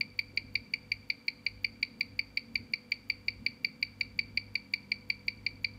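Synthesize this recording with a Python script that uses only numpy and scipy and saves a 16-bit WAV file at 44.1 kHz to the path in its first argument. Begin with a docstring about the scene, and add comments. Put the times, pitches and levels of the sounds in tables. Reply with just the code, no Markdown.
"""A timing machine's buzzer ticks loudly, close to the microphone, on a bench in a quiet workshop.
It answers a mechanical watch, whose escapement clicks faintly in the high treble 5.5 times a second.
Each tick bounces off the bench and rings briefly in the room. Mains hum, appliance tones, hiss and a
low rumble lie underneath; the hand on the microphone bumps softly, and a faint whine sets in late."""
import sys
import numpy as np
from scipy import signal
from scipy.fft import rfft, irfft
from scipy.io import wavfile
from scipy.ndimage import uniform_filter1d

SR = 44100
rng = np.random.default_rng(int(sys.argv[2]) if len(sys.argv) > 2 else 0)


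def unload_audio(sound):
    """Save the sound as a 16-bit wav file, at the path given as the first command line argument."""
    columns = np.transpose(np.atleast_2d(sound))
    # keep every value between -1 and 1, then stretch to whole-number steps
    steps = np.round(np.clip(columns, -1, 1) * 32767)
    wavfile.write(sys.argv[1], SR, steps.astype(np.int16))


N = 254898
T = np.arange(N) / SR
HZ = np.fft.rfftfreq(2 * N, 1 / SR) + 1e-9


def undb(db):
    """Decibels to gain."""
    return 10 ** (np.asarray(db) / 20)


def filtered(x, response):
    """Pass a sound through a frequency response given on HZ."""
    return irfft(rfft(x, 2 * N) * response)[:N]


def resonances(modes):
    """Response of steep resonances side by side: each band-pass acts twice."""
    return sum(undb(db) / (1 + 1j * (HZ / hz - hz / HZ) * hz / width) ** 2 for hz, width, db in modes)


def impulses(times, sizes):
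    """Band-limited impulses at the given seconds."""
    centres = np.asarray(times)[:, None] * SR
    taps = np.floor(centres).astype(int) + np.arange(-7, 9)
    shape = np.sinc(taps - centres) * np.sinc((taps - centres) / 8) * np.reshape(sizes, (-1, 1))
    inside = (taps >= 0) & (taps < N)
    return np.bincount(taps[inside], shape[inside], N)


def rattle(blows, decay_s, modes):
    """Each blow starts a dying burst of noise, coloured by the modes."""
    envelope = signal.lfilter([1], [1, -np.exp(-1 / (decay_s * SR))], blows + 1e-18)
    return filtered(envelope * rng.standard_normal(N), resonances(modes))


def walk(rate_hz):
    """Random levels held for 1 / rate_hz seconds and smoothed twice; spread 1."""
    hold = max(int(SR / rate_hz), 1)
    steps = np.repeat(rng.standard_normal(N // hold + 1), hold)
    smooth = uniform_filter1d(uniform_filter1d(steps, hold), hold)[:N]
    return smooth / smooth.std()


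def tone(hz, waver_hz):
    """A sine of rms 1 whose pitch wanders."""
    cycles = np.cumsum(hz + waver_hz * walk(12)) / SR + rng.random()
    return np.sqrt(2) * np.sin(2 * np.pi * cycles)


# Swells of the mains hum, which the rumble follows too (time [s], level [dB])
HUM_SWELLS = [(0.0, -64), (0.06, -60), (0.61, -54), (0.66, -73), (0.96, -53.5), (1.24, -78), (1.54, -54.5),
              (2.01, -68.5), (2.12, -53.5), (2.45, -70), (2.61, -51.5), (2.7, -72), (3.35, -55),
              (3.75, -74.5), (3.83, -58.5), (4.52, -53), (4.62, -65), (5.78, -53)]


def mains_hum(hz=100, waver_hz=0.88, flutter_db=0.5):
    """Mains hum swells and fades in the workshop."""
    level_db = np.interp(T, *np.transpose(HUM_SWELLS))
    return tone(hz, waver_hz) * undb(level_db + flutter_db * walk(10))


def rumble(level_db=-64, hz=54, width_hz=26, follow_share=0.7):
    """A deep band of noise comes and goes with the hum."""
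    noise = filtered(rng.standard_normal(N), resonances([(hz, width_hz, 0)]))
    hum_db = np.interp(T, *np.transpose(HUM_SWELLS))
    surge_db = follow_share * (hum_db - hum_db.mean())
    return undb(level_db + surge_db) * noise / noise.std()


# Tones of appliances in the background (frequency [Hz], level [dB], pitch waver [Hz])
APPLIANCE_TONES = [(146.1, -68.5, 3.05), (198.5, -69.5, 2.17), (230.3, -66, 2.507), (276.7, -67.5, 2.025),
                   (351.5, -79.5, 3.15), (495.6, -71, 1.937), (714, -99.5, .7), (916, -84.5, 0.94)]


def appliances(flutter_db=1.8):
    """Running appliances drone faintly, wavering in pitch and level."""
    return sum(tone(hz, waver) * undb(db + flutter_db * walk(10)) for hz, db, waver in APPLIANCE_TONES)


# Spectrum of the workshop's room tone (frequency [Hz], relative density [dB])
ROOM_TONE_SPECTRUM = [(20, -25), (60, -21.5), (125, -6), (175, -7.5), (250, 1), (330, -15), (480, -13),
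                      (620, -19), (1400, -21), (3400, -27.5), (6000, -34), (10500, -39), (15500, -40)]


def room_tone(level_db=-60, swell_db=4.0, swell_below_hz=400):
    """Smooth hiss around the microphone, with an unevenly swelling low end."""
    hz, db = np.transpose(ROOM_TONE_SPECTRUM)
    colour = undb(np.interp(np.log(HZ), np.log(hz), db))
    noise = filtered(rng.standard_normal(N), colour)
    noise = undb(level_db) * noise / noise.std()
    lows = filtered(noise, np.exp(-(HZ / swell_below_hz) ** 2))
    return noise - lows + lows * undb(swell_db * walk(8))


def beats(first_s=0.00875, beat_s=0.1818145, beat_error_s=0.00125):
    """Times of the balance's swings, and which are tocks: those come slightly early."""
    index = np.arange(int(N / SR / beat_s) + 1)
    is_tock = index % 2
    return first_s + index * beat_s - is_tock * beat_error_s, is_tock


# Unlocking, impulse and drop, ahead of the buzzer (tick lead [ms], tock lead [ms], relative level [dB])
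JEWEL_CONTACTS = [(21.0, 22.3, -14), (10.8, 12.2, -15), (8.3, 9.7, 0)]
# Ring of the watch plates (frequency [Hz], width [Hz], gain [dB])
PLATE_RESONANCES = [(6980, 440, -0.5), (11640, 1200, -4.5), (13900, 1100, 1), (15300, 1200, 0)]


def escapement(times, is_tock, gain_db=-47, ring_s=0.0016, scatter_db=2):
    """Pallet jewels strike the escape wheel three times a beat and shake the plates."""
    blows = 0
    for tick_ms, tock_ms, db in JEWEL_CONTACTS:
        lead_s = np.where(is_tock, tock_ms, tick_ms) / 1000
        sizes = undb(db + scatter_db * rng.standard_normal(len(times)))
        blows = blows + impulses(times - lead_s, sizes)
    return undb(gain_db) * rattle(blows, ring_s, PLATE_RESONANCES)


# Ring of the buzzer (frequency [Hz], width [Hz], gain [dB])
BUZZER_RESONANCES = [(2352, 535, 6.5), (4608, 514, -1.5)]
# Rasp of its diaphragm (frequency [Hz], width [Hz], gain [dB])
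DIAPHRAGM_RASP = [(3066, 770, 4), (4104, 283, 14), (5260, 205, -0.5), (6370, 1200, -10.5),
                  (8800, 1900, -17.5), (11850, 330, -4.5), (12900, 6000, -28)]


def buzzer(times, pulse_hz=2287.5, pulse_count=7, drive_db=-1.32, scatter_db=0.6, pitch_scatter=0.0014,
           low_cut_hz=1800, muffle_hz=5700, rasp_gain_db=-41, rasp_s=0.0011):
    """A few drive pulses per beat ring the buzzer; its diaphragm rasps while it swings."""
    pitch_draw, level_draw = rng.standard_normal((len(times), 2)).T
    rates_hz = pulse_hz * (1 + pitch_scatter * pitch_draw)
    pulse_times = times[:, None] + np.arange(pulse_count) / rates_hz[:, None]
    sizes = undb(drive_db + scatter_db * level_draw)
    drive = impulses(pulse_times.ravel(), np.repeat(sizes, pulse_count))
    port = 1 - 1 / (1 + (HZ / low_cut_hz) ** 20)  # the small port radiates no lows
    housing = 0.19 + 0.77 / (1 + (HZ / muffle_hz) ** 20)  # swallows the high harmonics
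    ring = filtered(drive, resonances(BUZZER_RESONANCES) * port * housing)
    return ring + undb(rasp_gain_db) * rattle(drive, rasp_s, DIAPHRAGM_RASP)


# Paths from the housing to the microphone, via bench and stand (delay [ms], pressure gain [ratio])
BENCH_PATHS = [(0, .37), (1.127, 1.0), (2.158, .64), (4.383, -.17), (5.941, .2), (9.73, .12)]


def bench(x):
    """Near surfaces add quick reflections that swell and draw out each tick."""
    return filtered(x, sum(gain * np.exp(-2j * np.pi * HZ * ms / 1000) for ms, gain in BENCH_PATHS))


def walls(x, wet_db=-21, t60_s=0.49, early_db=-21, early_t60_s=0.048,
          overtone_db=1, overtone_hz=4680, drift_rad_per_s=0.48):
    """Farther off, walls add early scatter and a diffuse tail that drift as the microphone moves."""
    t = T[:SR // 2]
    onset = np.clip((t - 0.010) / 0.010, 0, 1)  # a 10 ms gap, then a 10 ms rise
    # the buzzer's overtone spreads well into the room
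    x = filtered(x, undb(overtone_db * np.exp(-((HZ - overtone_hz) / 300) ** 2)))
    reverbs = []
    for _ in range(2):
        response = 0
        for db, t60 in ((wet_db, t60_s), (early_db, early_t60_s)):
            decay = np.exp(-np.log(1000) * t / t60) * onset
            response = response + undb(db) * decay / np.linalg.norm(decay) * rng.standard_normal(len(t))
        reverbs.append(signal.fftconvolve(x, response)[:N])
    angle = drift_rad_per_s * T
    return np.cos(angle) * reverbs[0] + np.sin(angle) * reverbs[1]


# Bumps right at the microphone (time [s], half-length [s], frequency [Hz], crest level [dB])
HAND_BUMPS = [(0.367, 0.068, 297, -59), (4.19, 0.031, 177, -50.5), (5.504, 0.17, 188, -59.5)]


def handling(width_share=0.69):
    """The grip on the microphone shifts: short, dull swells of noise."""
    bumps = 0
    for crest_s, half_length_s, hz, db in HAND_BUMPS:
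        thud = filtered(rng.standard_normal(N), resonances([(hz, width_share * hz, 0)]))
        swell = np.exp(-((T - crest_s) / half_length_s) ** 2)
        bumps = bumps + undb(db) * swell * thud / thud.std()
    return bumps


def whine(start_s=4.17, attack_s=0.4, hz=972, level_db=-78.5,
          octave_hz=198.6, octave_db=-63, waver_hz=0.88):
    """A faint whine sets in late and stays; the mains hum's octave comes up with it."""
    fade_in = np.clip((T - start_s) / attack_s, 0, 1)
    high_tone = undb(level_db) * tone(hz, waver_hz)
    hum_octave = undb(octave_db) * tone(octave_hz, waver_hz)
    return fade_in * (high_tone + hum_octave)


def scene():
    """One hand-held microphone near the watch and buzzer, the workshop around it."""
    times, is_tock = beats()
    near = bench(buzzer(times)) + escapement(times, is_tock)
    reverb = walls(near)
    background = mains_hum() + whine() + appliances() + room_tone() + rumble()
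    return (near + reverb + background + handling())[None]


def record(dry, top_hz=15550):
    """The recorder cuts the top treble steeply."""
    low_pass = signal.ellip(10, 0.2, 70, top_hz, fs=SR, output="sos")
    return signal.sosfilt(low_pass, dry)


dry = scene()
out = record(dry)
unload_audio(out)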